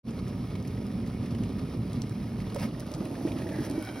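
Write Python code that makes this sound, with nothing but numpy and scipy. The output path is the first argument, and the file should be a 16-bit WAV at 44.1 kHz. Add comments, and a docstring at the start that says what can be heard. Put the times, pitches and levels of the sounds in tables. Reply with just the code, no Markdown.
"""A steel electric kettle is at a rolling boil in a small kitchen.
Big steam bubbles collapse and rumble, while small ones burst, fizz and spit at the surface.
The kettle clicks, knocks and scrapes off its base; the boil eases as the water sloshes and gulps inside.
At the end a thin stream starts to run into a glass jug and makes it ring."""
import sys
import numpy as np
from scipy import signal
from scipy.fft import rfft, irfft
from scipy.io import wavfile

SR = 44100
rng = np.random.default_rng(int(sys.argv[2]) if len(sys.argv) > 2 else 0)


def materialize(psi):
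    """Save the field psi as 16-bit PCM at rate SR to the path in sys.argv[1].

    A 1-D psi becomes a single channel; in a 2-D psi each row is a channel.
    """
    bounded = np.clip(np.atleast_2d(psi).T, -1, 1)
    quanta = np.round(bounded * 32767).astype(np.int16)
    wavfile.write(sys.argv[1], SR, quanta)


N = 176400
T = np.arange(N) / SR

# How loud the small bubbles and steam are. Each row: time in seconds, level in dB.
FIZZ_LEVELS = [(0, -57), (.6, -54.5), (.95, -54), (1.25, -54), (1.8, -54.5), (2.5, -53.5), (2.75, -51.5),
               (3.1, -55.5), (3.6, -55), (4, -67)]
# The tone of that fizz. Each row: frequency in Hz, relative level in dB.
FIZZ_TONE = [(200, -9.5), (600, 10.5), (900, 0), (1200, 8.5), (1600, -7.5), (2200, -4), (2900, -4.5),
             (4000, -4), (5400, -5.5), (7500, -23), (10500, -11.5), (13500, -25), (16000, -29)]
# How loudly water sizzles on the hot wall. 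Each row: time in seconds, level in dB.
SIZZLE_LEVELS = [(0, -82), (2.7, -65.5), (3.05, -56), (3.25, -55), (3.45, -55), (3.55, -55), (3.62, -51.5),
                 (3.655, -46), (3.68, -55), (3.8, -53.5), (3.85, -54), (3.89, -52.5), (3.925, -55),
                 (4, -52.5)]


def from_db(db):
    """Turn decibels into a number to multiply by."""
    return 10 ** (np.asarray(db) / 20)


def unit_power(x):
    """Scale a signal so that its average power is 1."""
    return x / np.sqrt(np.mean(x ** 2) + 1e-20)


def level(rows):
    """Join (seconds, dB) points into a volume curve."""
    return from_db(np.interp(T, *np.transpose(rows)))


def per_bin(points):
    """Read (Hz, value) points at every frequency of a double-length spectrum."""
    hz, value = np.transpose(points)
    bin_hz = np.arange(N + 1) * SR / (2 * N)
    return np.interp(np.log(np.maximum(bin_hz, 1)), np.log(hz), value)


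def colour(x, tone):
    """Filter a signal to the given tone; white noise keeps its power."""
    gains = unit_power(from_db(per_bin(tone)))
    cepstrum = irfft(np.log(gains))
    # Folding this onto its first half makes the filter ring after a sound, never before it.
    cepstrum[1:N] *= 2
    cepstrum[N + 1:] = 0
    return irfft(rfft(x, 2 * N) * np.exp(rfft(cepstrum)))[:N]


def resonate(x, resonances):
    """Make a signal ring at several pitches, added with alternating signs; the result has power 1."""
    out = 0
    for k, (hz, width, db) in enumerate(resonances):
        r = np.exp(-np.pi * width / SR)
        ring = signal.lfilter([1, 0, -1], [1, -2 * r * np.cos(2 * np.pi * hz / SR), r * r], x)
        out = out + (-1) ** k * from_db(db) * (1 - r * r) * ring
    return unit_power(out)


def drift(rate_hz):
    """A random wobble of power 1, mostly slower than the given rate."""
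    spectrum = rng.standard_normal(N + 1) + 1j * rng.standard_normal(N + 1)
    bin_hz = np.arange(N + 1) * SR / (2 * N)
    return unit_power(irfft(spectrum / (1 + (bin_hz / rate_hz) ** 2))[:N])


def grains(per_s, spread_db):
    """Tiny clicks of uneven size at random times, with power 1."""
    sizes = np.minimum(rng.exponential(1, N), 4)
    signs = rng.choice([-1, 1], N)
    happens = rng.random(N) < per_s / SR
    return unit_power(signs * from_db(spread_db * sizes) * happens)


def decay(start, fade_s):
    """A volume curve that jumps to 1, then falls by 60 dB in fade_s seconds."""
    return (T >= start) * from_db(-60 * np.clip((T - start) / fade_s, 0, 4))


def bubble(t, hz, cycles, rise):
    """One bubble, t seconds after its birth: a tone that swells, rises in pitch and dies away."""
    turns = np.clip(t * hz, 0, 2 * cycles)
    swell = 1 - np.exp(-turns / 0.29)
    fade = np.exp(-np.log(1000) * turns / cycles)
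    return swell * fade * np.sin(2 * np.pi * turns * (1 + rise * turns / cycles))


def kitchen(x):
    """The room adds a short blur of echoes, different on each side and thin in the bass."""
    tail = rng.standard_normal((2, N)) * decay(0.001, fade_s=0.093)
    tail /= np.sqrt(np.sum(tail ** 2) / 2)
    bass_cut = signal.butter(2, 473, "high", fs=SR, output="sos")
    return from_db(-10) * signal.fftconvolve(x[None], signal.sosfilt(bass_cut, tail), axes=1)[:, :N]


def steam():
    """Steam spreads round the kettle as a soft hiss, unrelated on the two sides."""
    hiss = np.array([colour(noise, FIZZ_TONE) for noise in rng.standard_normal((2, N))])
    return from_db(-13) * (level(FIZZ_LEVELS) + level(SIZZLE_LEVELS)) * hiss


def sizzle():
    """Water sizzles where it runs over the hot wall."""
    # Each row: frequency in Hz, relative level in dB.
    sizzle_tone = [(500, -4.5), (1200, -1), (1850, -2), (2900, -4), (4000, -7.5), (5500, -2.5), (7500, -14),
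                   (10500, -6), (13500, -13), (16000, -22)]
    return level(SIZZLE_LEVELS) * colour(grains(per_s=3000, spread_db=1.5), sizzle_tone)


def plinks(count):
    """Small bubbles ring at random times, louder where the surface is livelier."""
    middle_hz, spread_octaves = 1866, 0.262
    liveliness = level(FIZZ_LEVELS) + level(SIZZLE_LEVELS)
    out, t = np.zeros(N + SR), T[:SR // 20]
    for start, (size, pitch) in zip(rng.integers(0, N, count), rng.standard_normal((count, 2))):
        hz = middle_hz * 2 ** (spread_octaves * pitch)
        gain = liveliness[start] * from_db(0.4 + 4 * min(size, 2))
        out[start:start + len(t)] += gain * bubble(t, hz, cycles=28, rise=0.02)
    return out[:N]


def fizz():
    """Small bubbles burst at the surface over a hiss of steam."""
    hiss = from_db(-2.1) * rng.standard_normal(N)
    crackle = from_db(-5) * grains(per_s=400, spread_db=3)
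    flutter = from_db(2.5 * drift(rate_hz=27))
    return level(FIZZ_LEVELS) * colour((hiss + crackle) * flutter, FIZZ_TONE)


def drops():
    """Each drop breaks into three bubbles that ring briefly, and throws a little spray."""
    # Drops in the kettle. Each row: start in seconds, relative level in dB, first bubble's pitch in Hz.
    pops = [(0.105, -49.5, 2400), (0.5537, -38, 2190), (0.65, -44, 2160), (0.7747, -45, 1910),
            (1.0635, -44.5, 1990), (1.2583, -41, 2060), (1.308, -47.5, 2540), (1.348, -41, 2940),
            (1.436, -37, 2870), (1.593, -47, 2150), (2.402, -39, 2070), (2.501, -41.5, 2900),
            (3.0545, -42.5, 1900), (3.1531, -41, 1760), (3.274, -37.5, 1870), (3.286, -39, 2360),
            (3.318, -36, 2400), (3.3861, -37, 2400), (3.419, -38, 1760), (3.49, -39, 1990)]
    # Each row: frequency in Hz, relative level in dB.
    spray_tone = [(600, 2), (1400, -2), (2300, 16), (4000, 8), (6000, 5), (11000, -3), (16000, -6)]
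    scatter_octaves, gap_s = 0.493, 0.0018
    rings = 0
    for (start, db, first_hz), offsets in zip(pops, rng.standard_normal((len(pops), 3))):
        for k, offset in enumerate(offsets):
            hz = first_hz * 2 ** (scatter_octaves * offset) if k else first_hz
            ring = bubble(T - start - k * gap_s, hz, cycles=34, rise=0.02)
            rings = rings + from_db(db) / (1 + k) * ring
    bursts = sum(from_db(db) * decay(start, fade_s=0.048) for start, db, _ in pops)
    spray = colour(bursts * rng.standard_normal(N), spray_tone)
    return from_db(-1.5) * rings + from_db(-10) * spray


def pour():
    """Water trickles through the spout, then the stream and its splashes make the glass jug ring."""
    # Water running up the spout, and reaching the jug. Each row: time in seconds, level in dB.
    trickle_levels = [(3.0, -87), (3.28, -82), (3.4, -55), (3.49, -54.5), (3.56, -53.5), (3.64, -54),
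                      (3.72, -64), (4, -88)]
    stream_levels = [(0, -110), (3.6, -72), (3.72, -54), (3.82, -52), (3.89, -49), (3.93, -53), (4, -49)]
    # Where the spout and the jug ring. Each row: pitch in Hz, width in Hz, relative level in dB.
    spout_rings = [(1630, 120, -2), (1920, 170, 0)]
    jug_rings = [(774, 37, 0), (1138, 85, -6), (1510, 69, 1.5), (2253, 60, 0), (2350, 36, 2),
                 (3170, 49, -6), (3900, 130, -11), (5340, 110, -15.5)]
    # Splashes in the jug. Each row: start in seconds, level in dB.
    splash_hits = [(3.826, -45), (3.873, -45), (3.889, -39), (3.958, -45)]
    spout = resonate(grains(per_s=200, spread_db=2), spout_rings)
    jug = resonate(grains(per_s=2500, spread_db=1), jug_rings)
    splashes = sum(from_db(db) * decay(start, fade_s=0.041) for start, db in splash_hits)
    return level(trickle_levels) * spout + (level(stream_levels) + splashes) * jug


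def knock_and_scrape():
    """The kettle knocks twice on its base and rattles, then scrapes off it, ringing the steel wall."""
    # The kettle rocking on its base. Each row: start in seconds, level in dB.
    hits = [(2.5569, -36), (2.5615, -27.5)]
    # The notes of a knock. Each row: pitch in Hz, relative level in dB, seconds to fade by 60 dB.
    base_notes = [(443, -7.5, 0.062), (559, 2, 0.086), (655, -28, 0.044), (930, -12, 0.028)]
    # Each row: time in seconds, level in dB.
    scrape_levels = [(2.57, -55.5), (2.59, -46), (2.61, -41.5), (2.642, -40.5), (2.66, -45), (2.69, -63)]
    # Each row: frequency in Hz, relative level in dB.
    scrape_tone = [(200, -8), (580, 13), (760, 8.5), (950, 0), (1200, -9.5), (1600, 2), (2250, -2),
                   (2600, 1), (3100, -2), (4200, -8), (5400, -3.5), (7000, -13.5), (10500, -9.5),
                   (16000, -18)]
    # Where the steel wall rings. 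Each row: pitch in Hz, width in Hz, relative level in dB.
    wall_rings = [(931, 6.9, 11.5), (1274, 43, 5.5), (2175, 37, 6), (2486, 51, 4.5), (4820, 54, -13),
                  (5520, 17, 1)]
    knocks = sum(from_db(db + note_db) * decay(start, fade_s) * np.sin(2 * np.pi * hz * (T - start))
                 for start, db in hits for hz, note_db, fade_s in base_notes)
    rattle = sum(from_db(db - 11) * decay(start, fade_s=0.036) for start, db in hits)
    slips = grains(per_s=1600, spread_db=1)
    rubbing = colour(slips, scrape_tone) + from_db(-6) * resonate(slips, wall_rings)
    return knocks + (level(scrape_levels) + rattle) * rubbing


def ticks():
    """Hot steel, handle, switch and base give sharp snaps, each with more or less treble."""
    # Each row: start in seconds, relative level in dB, treble boost or cut in dB.
    snaps = [(0.108, -40, -15), (0.281, -43, -3), (0.6263, -45.5, 3), (.675, -43, 1), (.68, -44, 3),
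             (0.867, -43.5, -1), (1.066, -46, -3), (1.074, -43, 1), (1.309, -45, -9), (1.35, -48, -3),
             (1.436, -39, -15), (1.9316, -34.5, -9), (2.019, -28.5, -10), (2.0953, -40, -8),
             (2.5462, -32.5, 1.5), (2.598, -38, 2), (2.798, -40, 4), (2.804, -36.5, 2), (2.867, -48, 7),
             (2.9164, -36, 1), (2.9395, -32, -10), (2.948, -33.5, -12), (3.053, -44, 6), (3.6988, -35.5, 2),
             (3.712, -36.5, -10), (3.8253, -40, 8), (3.8503, -41, 8)]
    # Each row: frequency in Hz, relative level in dB.
    tick_tone = [(500, 2), (2000, -15), (3200, -2), (4300, 1), (5300, 6.5), (6200, 1.5), (7500, 2),
                 (11000, -2), (16000, -10)]
    treble_hz = 7400
    noise = colour(rng.standard_normal(N), tick_tone)
    treble_only = per_bin([(treble_hz, 0), (treble_hz * 2 ** .5, 1)])
    treble = irfft(rfft(noise, 2 * N) * treble_only)[:N]
    return sum(from_db(db - 2.3) * decay(start, fade_s=0.0097) * (noise + (from_db(boost) - 1) * treble)
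               for start, db, boost in snaps)


def slosh():
    """Swaying water burbles in the hollow kettle, and large bubbles gulp with a soft splash."""
    # Each row: time in seconds, level in dB.
    slosh_levels = [(0, -59), (2.5, -51), (2.62, -49), (2.9, -41.5), (3.03, -38), (3.13, -36.5), (3.3, -36),
                    (3.42, -36), (3.6, -36.5), (3.68, -36.5), (3.77, -37), (3.86, -40.5), (4, -40)]
    # Each row: frequency in Hz, relative level in dB.
    slosh_tone = [(30, -46), (90, -20.5), (190, -6), (255, 3.5), (330, -0.5), (430, -9.5), (530, -12),
                  (630, -13), (800, -16), (1100, -33.5), (2000, -51), (6000, -74)]
    # Each row: start in seconds, relative level in dB, starting pitch in Hz.
    big_bubbles = [(1.424, -22, 211), (1.79, -27, 202), (1.854, -23, 213), (2.335, -24.5, 204),
                   (2.63, -29, 201), (2.944, -26.5, 145), (3.003, -25, 192), (3.009, -26, 323),
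                   (3.251, -16.5, 307), (3.281, -31, 295), (3.36, -29, 252), (3.462, -24, 316),
                   (3.497, -24.5, 255), (3.556, -26, 257), (3.587, -22.5, 297), (3.606, -22.5, 261),
                   (3.701, -21.5, 265), (3.738, -25, 284), (3.779, -21, 297), (3.816, -28, 266)]
    # Where the air in the kettle rings. Each row: pitch in Hz, width in Hz, relative level in dB.
    air_rings = [(497, 18, -5.5), (646, 42, 3), (716, 13, 4.5), (860, 32, -4)]
    bursts = sum(from_db(db - 19.5) * decay(start, fade_s=0.067) for start, db, _ in big_bubbles)
    splashes = bursts * rng.standard_normal(N)
    stir = grains(per_s=450, spread_db=0)
    burble = colour(level(slosh_levels) * stir + splashes, slosh_tone)
    hollow = from_db(-14.5) * level(slosh_levels) * resonate(stir, air_rings)
    gulps = sum(from_db(db + 2) * bubble(T - start, hz, cycles=16.3, rise=0.14)
                for start, db, hz in big_bubbles)
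    return burble + hollow + gulps


def boil():
    """Steam bubbles collapse on the heating element, each a low thump in the water."""
    # Each row: time in seconds, relative level in dB.
    rumble_levels = [(0, -34.5), (.5, -34.5), (.9, -33.5), (1.2, -33), (1.5, -32), (1.9, -34), (2.2, -34.5),
                     (2.55, -35.5), (2.65, -32.5), (2.76, -37), (2.95, -43.5), (3.15, -40), (3.6, -36.5),
                     (4, -46)]
    # Each row: frequency in Hz, relative level in dB.
    rumble_tone = [(18, -38), (25, -40), (40, -14), (55, -3), (80, -6.5), (108, 3.5), (160, -1), (230, 1),
                   (310, -10.5), (425, -13.5), (540, -25), (660, -26.5), (900, -32), (1500, -51.5),
                   (5000, -63)]
    collapses = grains(per_s=650, spread_db=1)
    return from_db(1.5) * level(rumble_levels) * colour(collapses, rumble_tone)


def scene():
    """Kettle and jug close by in the kitchen, with steam all around."""
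    direct = boil() + slosh() + ticks() + knock_and_scrape() + pour()
    direct = direct + drops() + fizz() + plinks(count=300) + sizzle()
    return direct + kitchen(direct) + steam()


def record(dry):
    """Left and right differ in timing and level; the sound fades in and the highest treble is cut."""
    # Each row: frequency in Hz, how far the left side is ahead in radians.
    left_lead = [(30, 0), (150, -.1), (330, -.2), (650, -.45), (1200, -.3), (2200, .45), (4000, .55),
                 (5600, .9), (6500, 1.9), (7100, 3.1), (7900, 3.2), (9000, 5.6), (11500, 6.7), (12800, 9.3),
                 (14300, 9.6), (15400, 12)]
    # Each row: frequency in Hz, left level minus right level in dB.
    balance = [(30, -1.5), (150, -0.4), (330, -2.5), (650, -5), (1300, -3.5), (2200, -0.7), (3600, -1.5),
               (6000, 0.5)]
    fade_in_s, cutoff_hz = [0.03, 0.081], 15900
    side = np.array([[.5], [-.5]])
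    stereo = from_db(side * per_bin(balance)) * np.exp(1j * side * per_bin(left_lead))
    fade_in = np.interp(T, fade_in_s, [.01, 1]) ** 2
    heard = irfft(rfft(dry, 2 * N) * stereo)[:, :N] * fade_in
    return signal.sosfilt(signal.ellip(12, .1, 80, cutoff_hz, fs=SR, output="sos"), heard)


dry = scene()
out = record(dry)
materialize(out)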